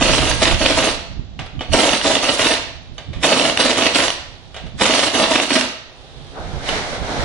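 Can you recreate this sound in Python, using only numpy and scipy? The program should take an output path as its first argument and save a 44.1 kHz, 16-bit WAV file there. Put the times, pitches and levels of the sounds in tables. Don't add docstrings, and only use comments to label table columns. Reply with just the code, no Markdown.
import sys
import numpy as np
from scipy import signal
from scipy.fft import rfft, irfft, next_fast_len
from scipy.io import wavfile
from scipy.ndimage import uniform_filter1d, map_coordinates

SR = 44100
rng = np.random.default_rng(int(sys.argv[2]) if len(sys.argv) > 2 else 0)


def magnitude_from_level(level_db):
    exponent = np.asarray(level_db, float) / 20
    return 10 ** exponent


def inscribe(sig):
    pcm = np.round(np.clip(np.atleast_2d(sig).T, -1, 1) * 32767)
    wavfile.write(sys.argv[1], SR, pcm.astype(np.int16))


N = 319284

# (time [s], held [s], air level [dB], hammer turn [s], roar over jet [dB])
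TRIGGER_PULLS = [(0.008, .315, -22.5, .0418, 2.5), (0.417, 0.096, -22.5, .045, 0.5),
                 (0.607, 0.12, -25, 0.044, 3.5), (0.772, 0.125, -24, .048, 5), (1.733, 0.23, -22, 0.047, 6),
                 (2.045, 0.11, -23, 0.054, 4.5), (2.229, 0.1, -24.5, 0.053, 3.5),
                 (2.392, 0.14, -23, 0.057, 3), (3.234, 0.25, -22, 0.041, 5), (3.592, 0.12, -23, 0.051, 4.5),
                 (3.772, 0.087, -24, .0415, 5), (3.948, 0.11, -22.5, 0.037, -0.5),
                 (4.806, 0.26, -22, .043, 2), (5.14, 0.096, -23, .043, 7), (5.305, 0.12, -25, 0.038, 4),
                 (5.503, 0.094, -23, 0.047, 3)]
# (frequency [Hz], level [dB per Hz])
SOCKET_RATTLE = [(590, -31), (1000, -4), (1240, -9.5), (1340, -4.5), (1570, -5.5), (1680, -6), (1800, -3.5),
                 (2470, -4), (2910, -1), (3210, -5), (3580, -3.5), (4890, -8.5), (5200, -13.5), (6760, -25),
                 (11400, -120)]


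def unit(x):
    return x / np.sqrt(np.mean(x ** 2) + 1e-20)


def along(points, hz):
    f, v = np.transpose(points)
    return np.interp(np.log(hz + 1), np.log(f + 1), v)


def curves(rows, **ends):
    s, *columns = np.transpose(rows)
    t = np.arange(N) / SR
    return np.array([np.interp(t, s, column, **ends) for column in columns])


def wobble(rate):
    knots = rng.standard_normal(int(N * rate / SR) + 4)
    return map_coordinates(knots, [np.arange(N) * rate / SR])


def filtered(x, response):
    m = next_fast_len(N + SR // 2)
    return irfft(rfft(x, m) * response(np.fft.rfftfreq(m, 1 / SR)), m)[..., :N]


def noise(spectrum):
    return unit(filtered(rng.standard_normal(N), lambda hz: magnitude_from_level(along(spectrum, hz))))


def shaped(events, shape):
    spikes = np.bincount(np.round(events[:, 0] * SR).astype(int), magnitude_from_level(events[:, 1]), N)
    return signal.fftconvolve(spikes, shape)[:N]


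def spread(pair):
    # (frequency [Hz], left-right likeness [-1 to 1])
    port_likeness = [(60, 0.95), (170, 0.87), (480, 1), (1360, 0.098), (3850, -0.051), (10900, -0.2)]

    def turn(hz):
        return np.arccos(np.clip(along(port_likeness, hz), -1, 1)) / 2

    mid, side = filtered(pair, lambda hz: np.array([np.cos(turn(hz)), np.sin(turn(hz))]))
    return np.array([mid + side, mid - side])


def draught():
    # (time [s], level [dB])
    steady_buffet = [
        (0, -26),
        (.45, -24),
        (1, -37),
        (2.5, -39.5),
        (4.3, -42.5),
        (5.1, -39.5),
        (5.85, -49),
        (6.4, -35.5),
        (7.24, -33),
    ]
    # (time [s], peak level [dB])
    air_gusts = [(.12, -21), (.22, -25), (.54, -24), (.83, -42), (1.11, -39), (1.195, -30), (1.41, -31),
                 (1.571, -30), (1.725, -19), (1.86, -39), (2.399, -48), (2.68, -48), (2.94, -38.5),
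                 (3.1, -28), (3.178, -27), (4.01, -43), (4.655, -27), (4.759, -35), (6.469, -35.5),
                 (6.56, -33), (6.72, -38.5), (7.02, -28), (7.2, -24)]
    # (frequency [Hz], level [dB per Hz])
    buffet_spectrum = [(8.8, -33), (15, -2.5), (49, 3), (139, -3), (221, -11.5), (271, -13.5), (320, -16.5),
                       (420, -25), (700, -120)]
    rise_s, fall_s, right_db = 0.024, 0.031, 5
    lumps = magnitude_from_level(1.5 * np.array([wobble(20), wobble(24)]))
    s, db = np.transpose(air_gusts)[..., None]
    u = np.arange(N) / SR - s
    gusts = np.sum(magnitude_from_level(db) * np.exp(-(u / np.where(u < 0, rise_s, fall_s)) ** 2), axis=0)
    pressure = unit(lumps * [noise(buffet_spectrum), noise(buffet_spectrum)])
    return (magnitude_from_level(curves(steady_buffet)) + gusts) * magnitude_from_level([[-right_db], [right_db]]) * pressure


def shop():
    # (time [s], lift roll level [dB], hose drag level [dB])
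    lift_and_hose = [
        (6.32, -52, -57),
        (6.375, -29.5, -48),
        (6.46, -37.5, -44.5),
        (6.61, -34.5, -40),
        (6.682, -27.5, -24.5),
        (6.694, -22.5, -23),
        (6.85, -27.5, -28.5),
        (7.02, -29.5, -35),
        (7.14, -26, -30.5),
    ]
    # (time [s], leak level [dB])
    gain_recovery = [
        (0, -61),
        (1.3, -49.5),
        (2.9, -48),
        (4.4, -46),
        (5.8, -51),
        (6, -44),
        (7.24, -35),
    ]
    # (frequency [Hz], level [dB per Hz])
    lift_roll = [(88, -47), (150, -7), (334, -8.5), (416, -6.5), (752, -3.5), (960, -10), (1560, -10),
                 (2400, -39), (3120, -68), (5280, -120)]
    hose_drag = [(880, -30), (1500, -5.5), (2160, 0.5), (2590, -7.5), (3860, -5), (5010, -11),
                 (5940, -11.5), (10500, -35.5), (13600, -59), (22000, -120)]
    air_leak = [(150, -45), (250, -16), (270, -2.5), (301, -21), (331, -7.5), (554, -7), (818, -7.5),
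                (884, -13), (2290, -18), (3660, -11.5), (4920, -21), (5930, -25), (10400, -44),
                (13500, -63), (22000, -120)]

    def pair(spectrum):
        return np.array([noise(spectrum), noise(spectrum)])

    roll, drag = magnitude_from_level(curves(lift_and_hose, left=-120) + 1.1 * wobble(25))
    leak = magnitude_from_level(curves(gain_recovery))
    return spread(roll * pair(lift_roll) + drag * pair(hose_drag) + leak * pair(air_leak))


def hall(x):
    # (frequency [Hz], t60 [s])
    hall_decay = [(200, 0.43), (700, 0.65), (3000, 0.7), (6000, 0.61), (10000, 0.33)]
    wet = 0
    phase = np.arange(N) / SR / 0.3493
    for k in range(2):
        hz, t, z = signal.stft(rng.standard_normal((2, 3 * SR // 4)), SR, nperseg=256)
        decay = magnitude_from_level(-60 * t / along(hall_decay, hz)[:, None])
        tail = signal.istft(z * decay, SR, nperseg=256)[1]
        part = x * np.cos(np.pi * (phase - k) / 2) ** 2
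        delayed = np.pad(part, (300, 0))[None]
        wet = wet + signal.fftconvolve(delayed, tail / np.linalg.norm(tail[0]), axes=1)[:, :N]
    return spread(wet)


def nearby(x):
    shift_s, shaded_hz = 0.09, 4300
    t, count = np.arange(SR // 12) / SR, 6
    paths = rng.standard_normal((count, 2, len(t))) * magnitude_from_level(-60 * t / 0.025)
    scatter = np.diff(paths, prepend=0)
    away = (np.arange(N) / SR / shift_s - np.arange(count)[:, None]) % count - 1
    parts = x * np.cos(np.pi / 2 * np.clip(away, -1, 1))
    scattered = signal.fftconvolve(parts[:, None], scatter / np.linalg.norm(scatter[0, 0]), axes=2)
    direct = filtered(x, lambda hz: 1 / (1 + 1j * hz / shaded_hz))
    return direct + magnitude_from_level(4.5) * scattered.sum(0)[:, :N]


def body(f):
    # (frequency [Hz], width [Hz], level [dB])
    body_modes = [(266.5, 80, -1), (374, 76, -1.5), (463, 133, -3), (655.5, 80, 1.5), (836, 80, -4),
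                  (946, 145, -6), (1243, 125, -7)]
    return sum((-1) ** k * magnitude_from_level(db) * 1j * f * width / (centre * centre - f * f + 1j * f * width)
               for k, (centre, width, db) in enumerate(body_modes))


def strikes(events, modes, knock_db):
    # (frequency [Hz], level [dB per Hz])
    contact_noise = [(240, -51), (400, -8), (677, -1), (930, -10), (3510, -8), (8150, -35), (10300, -57),
                     (10900, -45), (14200, -71), (22000, -120)]
    out, scrape, push = np.zeros(N + SR), np.zeros(N + SR), np.zeros(N)
    t = np.arange(SR // 5) / SR
    contact = 1 - np.exp(-t / 0.00044)
    for s, db, ring_db, thud_db, scrape_s in events:
        start = round(s * SR)
        luck = rng.standard_normal((len(modes), 2))
        ring = sum(magnitude_from_level(level + 1.9 * a - 60 * t / t60) * np.sin(2 * np.pi * hz * (1 + 0.027 * b) * t)
                   for (hz, level, t60), (a, b) in zip(modes, luck))
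        out[start:][:len(t)] += magnitude_from_level(db + ring_db) * ring * contact
        scrape[start:][:len(t)] += magnitude_from_level(db - 60 * t / max(scrape_s, 0.003))
        push[start] = magnitude_from_level(db + thud_db + knock_db)
    return out[:N] + magnitude_from_level(-7.0) * scrape[:N] * noise(contact_noise) + filtered(push, body)


def clicks():
    # (time [s], peak level [dB], ring level [dB], knock level [dB], scrape t60 [s])
    metal_touches = [(1.3907, -17, -11.5, -8.5, 0.16), (1.4616, -27, -18, -10, 0.1),
                     (1.5923, -29, 2, -12, 0.05), (1.6076, -16, -5.5, 6.5, 0.19),
                     (2.6794, -28, -13, -5, 0.1), (2.9804, -24, 1.5, -20, 0.24),
                     (3.1313, -25, -13, -15, 0.26), (4.5441, -23.5, -7, -9, 0.13),
                     (4.563, -21.5, -6, -8.5, 0.19), (4.6648, -29.5, -14, -6, 0.12),
                     (6.6885, -7, -10.5, -19, 0.04)]
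    # (frequency [Hz], level [dB], t60 [s])
    socket_modes = [(1220, -3, 0.03), (2300, -6, 0.043), (2944, 3, 0.03), (3700, -3, 0.025),
                    (4440, -4, 0.03), (6170, -13, 0.036)]
    return strikes(metal_touches, socket_modes, knock_db=32.5)


def airflow():
    opening, sagging, closing = (899, 1300), (11, 13.5), (188, 257.5)  # (jet, roar) [dB per s]
    rates = np.array([opening, sagging, closing])
    t = np.arange(N) / SR
    gains = 0
    for s, held, db, _, roar_db in TRIGGER_PULLS:
        u = t - s
        ramps = np.array([np.maximum(-u, 0), np.clip(u, 0, held), np.maximum(u - held, 0)])
        gains = gains + magnitude_from_level(db + np.array([[0], [roar_db]]) - rates.T @ ramps)
    return gains


def turns():
    loss_db, jitter_s = 0.6, 0.0012
    s, held, db, turn, _ = np.transpose(TRIGGER_PULLS)[..., None]
    k = np.arange(10) + 0 * s
    luck = rng.standard_normal(k.shape + (4,))
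    on = k * turn < held
    moments = s + k * turn + jitter_s * luck[..., 0] * (k > 0)
    return moments[on], (db - loss_db * k)[on], (k == 0)[on], luck[on][:, 1:].T


def chatter():
    ticks_per_s, scatter_db = 170, 3
    slots = np.arange(int(N / SR * ticks_per_s))
    luck = rng.random((len(slots), 2))
    ticks = np.zeros(N)
    moments = ((slots + luck[:, 0]) / ticks_per_s * SR).astype(int)
    ticks[moments] = magnitude_from_level(-scatter_db * np.log(luck[:, 1]))
    return magnitude_from_level(-9) * airflow()[0] * unit(filtered(ticks, lambda hz: magnitude_from_level(along(SOCKET_RATTLE, hz))))


def thump(turning):
    thump_hz, lag_s, width_s = 275, 0.01699, 0.0048
    s, db, _, luck = turning
    t = np.arange(SR // 20) / SR - lag_s
    cycles = np.cos(2 * np.pi * thump_hz * t) * np.exp(-0.5 * (t / width_s) ** 2)
    return shaped(np.transpose([s, db + 3.5 + 1.5 * luck[2]]), cycles)


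def hammer(turning):
    # (time [s], peak level [dB], clank level [dB])
    square_blows = [(0.188, -11, -22), (0.3147, -6, -13), (0.4334, -4, -15), (0.6629, -1, -4),
                    (0.7886, -5, -17), (0.889, -7, -9), (1.7343, -5, -2), (1.8919, -1.5, -9),
                    (2.0137, -6.5, -16), (2.0441, -7, -1.5), (2.0685, -3, -10), (2.1528, -3.5, -21),
                    (2.2935, -5, -12), (2.3943, -10, 0), (2.4686, 2.5, -10), (2.5375, -5.5, -11),
                    (3.2338, -4, 0), (3.3316, -10, -14), (3.3969, -3, -18), (3.4982, -5, -19),
                    (3.574, -1, -16), (3.7132, -6, -14), (3.8699, -4.5, -18), (3.9577, -10, -18),
                    (4.0814, -1, -23), (4.1033, -4, -16), (4.9923, -3, -16), (5.3595, -0.5, -11),
                    (5.3999, -2, -19), (5.6114, -2, -14)]
    # (frequency [Hz], level [dB], t60 [s])
    anvil_modes = [(2850, 0, .014), (3660, -5, .012), (1900, -7, .01), (5600, -10, .01), (4400, -10, .01)]
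    lag_s, blow_db, blow_scatter_db = 0.0155, 13.5, 1.8
    clank_db, clank_scatter_db = -11, 2.5
    twin_lag_s, twin_db = 0.021, -2
    s, db, _, luck = turning
    blow = db + blow_db + blow_scatter_db * luck[1]
    first = np.transpose([s + lag_s, blow, clank_db + clank_scatter_db * luck[2]])
    change = twin_db + blow_scatter_db * (luck[0] - luck[1])
    twin = first + np.transpose([twin_lag_s + 0 * s, change, 0 * s])
    events = [(s, db + 0.5, -1.5, clank, 0.012) for s, db, clank in [*square_blows, *first, *twin]]
    return strikes(events, anvil_modes, knock_db=20)


def exhaust(turning):
    # (frequency [Hz], level [dB per Hz])
    air_hiss = [(2650, -9.5), (4500, 4), (5030, -5.5), (5650, 0.5), (6500, -3.5), (9800, -17), (10400, -21),
                (13500, -80), (22000, -120)]
    puff_db, first_db, scatter_db = 17, 1.3, 1.2
    jet, roar = airflow()
    s, db, first, luck = turning
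    t = np.arange(SR // 10) / SR
    puff = (1 - np.exp(-t / 0.0038)) * np.exp(-(t / 0.022) ** 3)
    puff_levels = db + puff_db + first_db * first + scatter_db * luck[0]
    puffs = shaped(np.transpose([s, puff_levels]), puff)
    low = unit(filtered(rng.standard_normal(N) * magnitude_from_level(1.8 * wobble(150)), body))
    grains = rng.standard_normal(N) * magnitude_from_level(3.9 * wobble(300))
    rattle = unit(filtered(grains, lambda hz: magnitude_from_level(along(SOCKET_RATTLE, hz))))
    hiss = noise(air_hiss) * magnitude_from_level(2.2 * wobble(60))
    return (low * (magnitude_from_level(-3.5) * roar + magnitude_from_level(-12.5) * puffs)
            + rattle * (magnitude_from_level(2.5) * jet + magnitude_from_level(-15) * puffs)
            + hiss * (magnitude_from_level(-2) * jet + magnitude_from_level(-37.5) * puffs))


def scene():
    # (frequency [Hz], phase by which left leads [rad])
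    left_lead = [(0, -2.5), (1400, 0.92), (3000, 0), (4000, -1), (5900, -7.5), (8400, -17.5), (11000, -22)]
    # (frequency [Hz], left minus right [dB])
    port_difference = [(60, -6), (190, -6.5), (610, -0.5), (1900, 1), (3400, -4.5), (6000, -9), (7500, -12),
                       (9000, -24), (10900, -27.5)]
    turning = turns()
    beats = thump(turning) + hammer(turning)
    tool = exhaust(turning) + chatter() + beats + clicks()
    close = nearby(tool - 0.65 * beats) + 0.8 * beats
    direct = filtered(close, lambda hz: np.exp(0.5j * along(left_lead, hz) * [[1], [-1]]))
    air = magnitude_from_level(-1.5) * direct + magnitude_from_level(-5.0) * hall(tool - 0.45 * beats) + shop()
    ports = filtered(air, lambda hz: magnitude_from_level(along(port_difference, hz) * [[0.5], [-0.5]]))
    return ports + draught()


def band_limit(x):
    return signal.sosfilt(signal.butter(12, 11490, fs=SR, output="sos"), x)


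def record(dry):
    # (frequency [Hz], level [dB per bin])
    audible_floor = [(5500, -125), (7000, -99), (8000, -83.5), (10500, -89.5)]
    ceiling, top_hz = 0.88, 10620
    limited = dry / (1 + np.abs(dry / ceiling) ** 6) ** (1 / 6)
    held = filtered(limited, lambda hz: 1 / (1 + (hz / top_hz) ** 200))
    hz, _, z = signal.stft(held, nperseg=2048, fs=SR)
    power = uniform_filter1d(np.abs(z) ** 2, size=12, axis=1)[:, 6::12]
    bands = np.repeat(power, repeats=12, axis=1)[:, :len(hz)]
    count = bands.shape[1]
    z[:, :count] *= bands > magnitude_from_level(2 * along(audible_floor, hz[:count, None]))
    mix = signal.istft(z, nperseg=2048)[1][:, :N]
    return band_limit(mix)


dry = scene()
out = record(dry)
inscribe(out)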